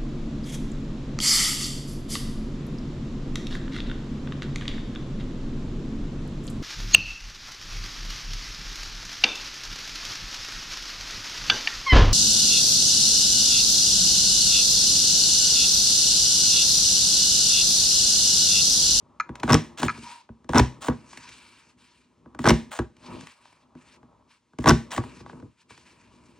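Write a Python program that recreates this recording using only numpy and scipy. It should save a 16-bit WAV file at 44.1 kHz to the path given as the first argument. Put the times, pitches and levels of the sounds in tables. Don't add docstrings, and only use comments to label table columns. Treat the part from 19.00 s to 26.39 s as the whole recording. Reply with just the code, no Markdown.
import sys
import numpy as np
from scipy import signal
from scipy.fft import rfft, irfft, next_fast_len
from scipy.io import wavfile
from scipy.ndimage import uniform_filter1d

SR = 44100
rng = np.random.default_rng(int(sys.argv[2]) if len(sys.argv) > 2 else 0)


def generate_wav(signal):
    frames = np.transpose(np.atleast_2d(signal))
    scaled = np.clip(frames, -1, 1) * 32767
    pcm = np.round(scaled).astype(np.int16)
    wavfile.write(sys.argv[1], SR, pcm)


N = 326030
T = np.arange(N) / SR
FFT_SIZE = next_fast_len(N)
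FFT_HZ = np.fft.rfftfreq(FFT_SIZE, 1 / SR)

# pitch_hz, relative_level_db, t60_s
SHELL_MODES = [(615, -2, 0.022), (802, -5.5, 0.036), (975, 1.5, 0.03), (1123, -4, 0.04), (1253, -2.5, 0.02),
               (1489, -1.5, 0.025), (1643, -11, 0.052), (1960, -9.5, 0.02), (2173, -17.5, 0.01),
               (2550, -19, 0.022), (3320, -27, 0.019), (3500, -18.5, 0.023)]
# pitch_hz, relative_level_db, t60_s
TABLE_MODES = [(64.8, -5.5, 0.16), (106.2, -5, 0.14), (126.6, -9.5, 0.24), (156.6, -5, 0.15),
               (204, -7.5, 0.18), (227.3, -9.5, 0.27), (248.9, -0.5, 0.17), (303.6, -4, 0.11),
               (347.6, -6, .15), (390.5, -7.5, 0.11), (461, -3.5, 0.048), (504.5, -8.5, 0.061),
               (605, -10.5, 0.054)]
# frequency_hz, relative_density_db (per Hz)
CRACK_SPECTRUM = [(1060, -38.5), (1800, 1), (2270, -4.5), (3990, -9), (4760, -13.5), (5530, -11),
                  (6650, -15), (8870, -18), (12200, -48), (15000, -29), (16500, -54.5)]
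# frequency_hz, relative_density_db (per Hz)
HISS_SPECTRUM = [(470, -52), (800, -22), (967, -4), (1170, -13.5), (2350, -10.5), (6550, -19), (9570, -26),
                 (10300, -35), (11100, -77), (13100, -62.5), (15300, -35.5), (16500, -59)]
# lever_down_s, die_bites_s, lever_bottoms_s, lever_let_up_s, rattle_starts_s, return_scrape_ends_s,
# mean_shear_level_db, return_scrape_first_db, return_scrape_last_db
PRESS_TIMELINE = [(0.432, 0.484, 0.53, 0.77, 0.8, 0.88, -23, -41.5, -43),
                  (1.492, 1.55, 1.599, 1.806, 1.9, 1.888, -21.5, -45, -44.5),
                  (3.395, 3.452, 3.510, 3.708, 3.789, 3.79, -22.5, -40, -50),
                  (5.596, 5.664, 5.710, 5.904, 5.978, 5.998, -19.5, -37.5, -50.5)]
DOWN, BITE, BOTTOM, LIFT, RATTLE_START, RETURN_END, SHEAR_DB, RETURN_DB, RETURN_END_DB = np.transpose(PRESS_TIMELINE)


def knocks():
    # start_s, shell_level_db, table_level_db, crack_level_db (relative)
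    contacts = [(.291, -41, -37.5, -55.5), (.354, -43.5, -62, -41.5), (.398, -52, -49, -42.5),
                (.432, -26.5, -26.5, -31.5), (.477, -30.5, -32, -38), (.494, -18.5, -22, -30),
                (.502, -20.5, -21.5, -25.5), (.523, -31, -21, -29), (.531, -18, -26.5, -23),
                (.542, -38, -20, -18), (.549, -19.5, -25, -34), (.818, -58, -41.5, -43),
                (.83, -21.5, -26.5, -24.5), (0.848, -61.5, -30.5, -41), (.975, -52, -47, -70),
                (1.02, -65, -51, -75), (1.29, -47, -44, -72.5), (1.443, -57, -55.5, -62.5),
                (1.491, -34, -28.5, -37.5), (1.533, -25.5, -31, -39.5), (1.545, -25, -20, -30),
                (1.557, -24, -23.5, -32), (1.567, -32, -21.5, -38.5), (1.575, -20.5, -28.5, -29),
                (1.582, -40, -24.5, -28), (1.595, -21, -18.5, -18.5), (1.844, -37, -52, -58),
                (1.866, -42, -56, -49), (1.883, -26, -24, -33), (2.13, -49, -61.5, -46.5),
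                (2.173, -49.5, -57.5, -39.5), (2.29, -60, -66.5, -46), (3.258, -53.5, -49, -79),
                (3.347, -48.5, -49, -53.5), (3.39, -35.5, -34.5, -39), (3.441, -27.5, -26, -29.5),
                (3.455, -18.5, -21.5, -32.5), (3.464, -42, -19.5, -27), (3.473, -14.5, -50, -23),
                (3.486, -42, -17.5, -21), (3.494, -29, -50, -22), (3.504, -21.5, -15.5, -21.5),
                (3.789, -28, -25.5, -33.5), (3.966, -69, -65.5, -57.5), (4.208, -56, -64, -44.5),
                (4.235, -56, -64, -61), (4.269, -51, -61.5, -43), (4.454, -54.5, -75, -56),
                (4.526, -62, -72, -58), (4.751, -57, -52, -66.5), (5.029, -54.5, -58, -71),
                (5.533, -60.5, -61.5, -70), (5.586, -38.5, -30, -41.5), (5.641, -31.5, -31, -40.5),
                (5.658, -20, -19.5, -29.5), (5.671, -16.5, -28, -29.5), (5.677, -21, -18.5, -22.5),
                (5.686, -38, -22, -27), (5.693, -25, -29, -17.5), (5.703, -23, -19, -25),
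                (5.708, -26, -18.5, -49), (5.915, -47.5, -57, -38), (5.962, -55, -44, -32),
                (5.978, -23.5, -28, -34.5), (6.037, -43, -55, -59), (6.204, -52.5, -48.5, -68),
                (6.261, -44.5, -76, -59), (6.296, -43, -74, -60.5), (6.33, -51.5, -46, -72.5),
                (6.399, -57.5, -60, -63.5), (6.424, -55, -41.5, -70.5), (6.705, -50, -55, -52),
                (6.776, -56, -63.5, -51)]
    # relative_level_db, t60_s
    crack_decays = [(2.5, .02), (-26, 0.36)]
    start_s, shell_db, table_db, crack_db = np.transpose(contacts)
    envelope = sum(dying(start_s, crack_db + db, t60) for db, t60 in crack_decays)
    envelope = uniform_filter1d(envelope, size=141, origin=30)
    crack = envelope * colour(grains(5000, uneven_db=2.0), CRACK_SPECTRUM)
    thump = strike(start_s, table_db, TABLE_MODES, spread_db=4.0, lag_cycles=.8)
    shell = strike(start_s, shell_db, SHELL_MODES, spread_db=3.5, lag_cycles=1.2)
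    return soft(shell, contact_hz=3530) + soft(thump, contact_hz=780) + crack


def bottoming():
    blow_db = -13.5
    blow = strike(BOTTOM, blow_db, TABLE_MODES[:4], spread_db=2.5, lag_cycles=.6)
    return soft(blow, contact_hz=400)


def die():
    growth_db, overrun_s = 2.5, 0.0058
    slips = grains(1500, uneven_db=3.5)
    cut = strokes(press_strokes(BITE, BOTTOM + overrun_s, SHEAR_DB, growth_db), edge_s=0.0051)
    crunch = amp(-12.0) * colour(slips, CRACK_SPECTRUM)
    return cut * (rubbed(slips, SHELL_MODES) + crunch)


def snaps():
    # start_s, relative_level_db
    breaks = [(.5224, -18), (.5302, -10.5), (.5424, -14.5), (1.5758, -20), (1.5823, -13.5), (3.4874, -18),
              (3.493, -13), (3.5034, -29), (5.677, -23.5), (5.687, -12), (5.693, -15.5), (5.7034, -32.5)]
    # pitch_hz, relative_level_db, t60_s
    steel_modes = [(5200, -2, 0.0096), (5350, -3, 0.014), (5770, 3, 0.0078), (5810, -15, 0.015),
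                   (7300, -15, 0.013)]
    start_s, snap_db = np.transpose(breaks)
    return strike(start_s, snap_db, steel_modes, spread_db=3.5, lag_cycles=3.3)


def lever():
    # frequency_hz, relative_density_db (per Hz)
    scrape_spectrum = [(290, -34.5), (500, 2), (1010, 4.5), (2220, -5.5), (3210, -3), (4620, -12),
                       (6860, -6.5), (10200, -17.5), (11800, -76.5), (15800, -9.5), (16500, -72.5)]
    down_db, down_change_db = -54.5, -1.5
    rattle_db, rattle_t60_s = -38, 0.15
    down_rows = press_strokes(DOWN, BITE, down_db, down_change_db)
    return_rows = np.transpose([LIFT, RETURN_END, RETURN_DB, RETURN_END_DB])
    envelope = strokes(np.vstack([down_rows, return_rows]), edge_s=0.013)
    rattle = dying(RATTLE_START, rattle_db, rattle_t60_s) * rubbed(grains(500, uneven_db=3.5), SHELL_MODES)
    rub = colour(grains(4000, uneven_db=4.5), scrape_spectrum)
    return rattle + envelope * patchy(rub, patchy_db=2.5, rate_hz=51)


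def taps():
    # start_s, relative_level_db
    ring_taps = [(0.1994, -18.5), (.207, -22), (0.882, -19), (.893, -22.5), (.899, -25)]
    # pitch_hz, relative_level_db, t60_s
    tapped_modes = [(980, -9.5, 0.056), (1180, -4.5, 0.015), (1266, -1, 0.044), (1397, -5.5, 0.08),
                    (1550, -12, 0.043), (1690, -9, .03), (1930, -10.5, 0.018), (2070, -4.5, 0.012),
                    (2420, -9.5, 0.041), (4170, -15, 0.011), (5400, -25, 0.018), (6540, -21.5, 0.016),
                    (7100, -29.5, .02)]
    start_s, tap_db = np.transpose(ring_taps)
    return soft(strike(start_s, tap_db, tapped_modes, spread_db=2.5, lag_cycles=0.69), contact_hz=8000)


def sliding(rub):
    # time_s, relative_level_db
    pulls = [
        [(.9, -55), (1.104, -48), (1.196, -61.5), (1.28, -82)],
        [(1.92, -61), (1.974, -66), (2.164, -57.5), (2.27, -58.5), (2.31, -54.5), (2.36, -58.5), (2.472, -55.5),
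         (2.5, -61), (2.704, -65.5), (2.756, -88.5)],
        [(2.774, -71), (2.838, -64), (3.02, -71.5), (3.1, -84.5), (3.2, -86.5)],
        [(3.926, -85), (4.064, -55.5), (4.27, -58.5), (4.398, -71.5), (4.442, -64.5), (4.644, -77)],
        [(4.76, -74.5), (4.84, -66.5), (4.942, -62), (4.986, -79.5)],
        [(5.262, -89.5), (5.312, -62.5), (5.366, -69.5), (5.406, -91)],
        [(6.02, -58), (6.206, -59.5), (6.25, -75), (6.3, -65.5), (6.558, -83)],
        [(6.565, -83.5), (6.618, -62.5), (6.64, -82.5)],
        [(6.68, -84.5), (6.702, -55), (6.832, -69.5), (6.9, -60.5), (6.94, -67.5), (7.39, -70.5)],
    ]
    # pitch_hz, relative_level_db, t60_s
    card_modes = [(1313, -9.5, 0.03), (1900, -17, 0.023), (2265, 14, 0.011), (2760, 0.5, 0.028),
                  (3200, 4, 0.0063)]
    time_s, level_db = np.vstack(pulls).T
    moving = sum((T > rows[0][0]) & (T < rows[-1][0]) for rows in pulls)
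    envelope = uniform_filter1d(moving * 1., size=801) * amp(np.interp(T, time_s, level_db))
    hiss = amp(-1.5 + 1.66 * drift(25)) * patchy(colour(rub, HISS_SPECTRUM), patchy_db=2.3, rate_hz=10)
    body = amp(-9.5 + 1.83 * drift(8.7)) * rubbed(rub, card_modes)
    catches_per_s, catch_db = 67, -11.5
    snags = grains(catches_per_s, uneven_db=1.5)
    catches = amp(catch_db) * rubbed(snags, card_modes + SHELL_MODES[3:])
    return envelope * (hiss + body + catches)


def dragging(rub):
    # start_s, end_s, first_level_db, last_level_db
    drags = [(1.03, 1.24, -44, -56.5)]
    one_mode = SHELL_MODES[2:3]
    return strokes(drags, edge_s=0.04) * rubbed(rubbed(rub, one_mode), one_mode)


def hands_and_table():
    # time_s, shell_hum_level_db, table_rumble_level_db (before slow drift)
    hand_levels = [(0.0, -69.5, -65), (.2, -64, -63), (.39, -54, -57.5), (1.01, -64, -56),
                   (1.2, -75.5, -79.5), (1.4, -74, -66.5), (1.65, -60.5, -55.5), (2.24, -69.5, -64.5),
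                   (3.04, -80, -71), (3.58, -55.5, -53), (3.891, -85.5, -81.5), (4.12, -48.5, -44),
                   (4.24, -58, -52), (4.32, -71.5, -76), (4.96, -67.5, -63), (5.211, -68.5, -65.5),
                   (5.4, -85, -79), (6.009, -54, -51.5), (6.2, -67, -55), (6.35, -59, -51.5),
                   (6.46, -67.5, -52.5), (6.54, -84, -76), (6.89, -69, -64), (7.39, -68.5, -61)]
    time_s, *levels_db = np.transpose(hand_levels)
    hum, rumble = [amp(np.interp(T, time_s, db) + 1.5 * drift(25)) for db in levels_db]
    shudder_db, shudder_t60_s = -36, 0.41
    relief_db, relief_t60_s = -43.5, 0.36
    rumble = rumble + dying(BOTTOM, shudder_db, shudder_t60_s) + dying(RATTLE_START, relief_db, relief_t60_s)
    shell = hum * rubbed(rng.standard_normal(N), SHELL_MODES[:5])
    return shell + rumble * rubbed(rng.standard_normal(N), TABLE_MODES)


def room(x):
    # frequency_hz, t60_s
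    room_decay = [(100, 0.15), (500, 0.23), (2000, 0.21), (6000, 0.26), (12000, 0.087)]
    t, tails = T[:SR], 0
    for low_hz in 60 * 2. ** np.arange(8):
        octave = signal.butter(2, [low_hz, 2 * low_hz], "band", fs=SR, output="sos")
        band = signal.sosfilt(octave, rng.standard_normal((2, SR)))
        tails = tails + band * amp(-60 * t / at_hz(room_decay, 1.4 * low_hz))
    tails = tails * np.clip(t / 0.013, 0, 1)
    tails = tails / np.sqrt(np.sum(tails[0] ** 2))
    return signal.fftconvolve(x[None], tails, axes=1)[:, :N]


def amp(db):
    return 10 ** (np.asarray(db) / 20)


def rms_one(x):
    return x / np.sqrt(np.mean(x ** 2) + 1e-20)


def at_hz(points, hz):
    p = np.array(points)
    return np.interp(np.log(np.maximum(hz, 1)), np.log(p[:, 0]), p[:, 1])


def colour(x, spectrum):
    gain = rms_one(amp(at_hz(spectrum, FFT_HZ)))
    return irfft(rfft(x, FFT_SIZE) * gain, FFT_SIZE)[:N]


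def ring(x, hz, t60):
    r, w = amp(-60 / (t60 * SR)), 2 * np.pi * hz / SR
    return signal.lfilter([0, np.sin(w)], [1, -2 * r * np.cos(w), r * r], x + 1e-18)


def strike(times, levels_db, modes, spread_db, lag_cycles):
    out = np.zeros(N)
    chance = rng.standard_normal((len(times), len(modes)))
    for k, (hz, mode_db, t60) in enumerate(modes):
        clicks = np.zeros(N)
        at = np.round((times + lag_cycles / hz) * SR).astype(int)
        heights = amp(levels_db + mode_db + spread_db * chance[:, k])
        np.add.at(clicks, at, (-1) ** k * heights)
        out += ring(clicks, hz, t60)
    return out


def soft(x, contact_hz):
    return signal.sosfilt(signal.butter(2, contact_hz, fs=SR, output="sos"), x)


def rubbed(x, modes):
    return rms_one(sum((-1) ** k * amp(db) * ring(x, hz, t60) for k, (hz, db, t60) in enumerate(modes)))


def grains(per_s, uneven_db):
    sizes = amp(uneven_db * np.minimum(rng.exponential(1, N), 4)) * rng.choice([-1, 1], N)
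    return rms_one(sizes * (rng.random(N) < per_s / SR))


def press_strokes(start, end, mean_db, change_db):
    mean_db = mean_db + np.zeros(len(start))
    return np.transpose([start, end, mean_db - change_db / 2, mean_db + change_db / 2])


def strokes(rows, edge_s):
    envelope = 0
    for start, end, first_db, last_db in rows:
        edges = np.clip(np.minimum(T - start, end - T) / edge_s, 0, 1)
        envelope = envelope + amp(np.interp(T, [start, end], [first_db, last_db])) * edges
    return envelope


def dying(times, levels_db, t60):
    starts = np.zeros(N)
    np.add.at(starts, np.round(times * SR).astype(int), amp(levels_db))
    return signal.lfilter([1], [1, -amp(-60 / (t60 * SR))], starts + 1e-18)


def drift(rate_hz):
    r = np.exp(-80 * np.pi * rate_hz / SR)
    slow = signal.lfilter([1], [1, -2 * r, r * r], rng.standard_normal(N // 40 + 2002))
    slow = slow[2000:]
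    return np.interp(np.arange(N) / 40, np.arange(len(slow)), rms_one(slow))


def patchy(x, patchy_db, rate_hz):
    edges_hz = [300, 1500, 2800, 4500, 6500, 9000, 20000]
    out = 0
    for k, limits_hz in enumerate(zip(edges_hz, edges_hz[1:])):
        band = signal.sosfilt(signal.butter(2, limits_hz, "band", fs=SR, output="sos"), x)
        out = out + (-1) ** k * amp(patchy_db * drift(rate_hz)) * band
    return out


def scene():
    # frequency_hz, side_minus_mid_db
    port_width = [(60, -29), (150, -29), (300, -18), (600, -3.5), (1100, -21), (2200, -20), (4400, -9),
                  (8100, 0), (15000, 10)]
    blows = knocks() + bottoming() + die() + lever()
    steel = snaps() + taps()
    rub = grains(9000, uneven_db=1.5)
    rubs = sliding(rub) + dragging(rub) + hands_and_table()
    wet = amp(-17) * room(blows + amp(-4) * steel)
    air = amp(-80) * colour(rng.standard_normal(N), HISS_SPECTRUM)
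    mid = blows + steel + wet[0] + rubs + air
    ports = irfft(rfft(mid, FFT_SIZE) * 1j * amp(at_hz(port_width, FFT_HZ)), FFT_SIZE)[:N]
    late = np.roll(rubs, round(.031 * SR))
    side = ports + amp(-8) * wet[1] + amp(-14) * late + amp(-31.0) * mid + amp(-26.5) * rubs
    return np.array([mid + side, mid - side])


def record(dry):
    ceiling, drive_db, cutoff_hz = .88, 2.5, 16800
    x = signal.sosfilt(signal.butter(4, 48, "high", fs=SR, output="sos"), dry)
    rounded = ceiling * np.tanh(amp(drive_db) * x / ceiling)
    return signal.sosfilt(signal.cheby2(12, 70, cutoff_hz, fs=SR, output="sos"), rounded)


dry = scene()
out = record(dry)
generate_wav(out)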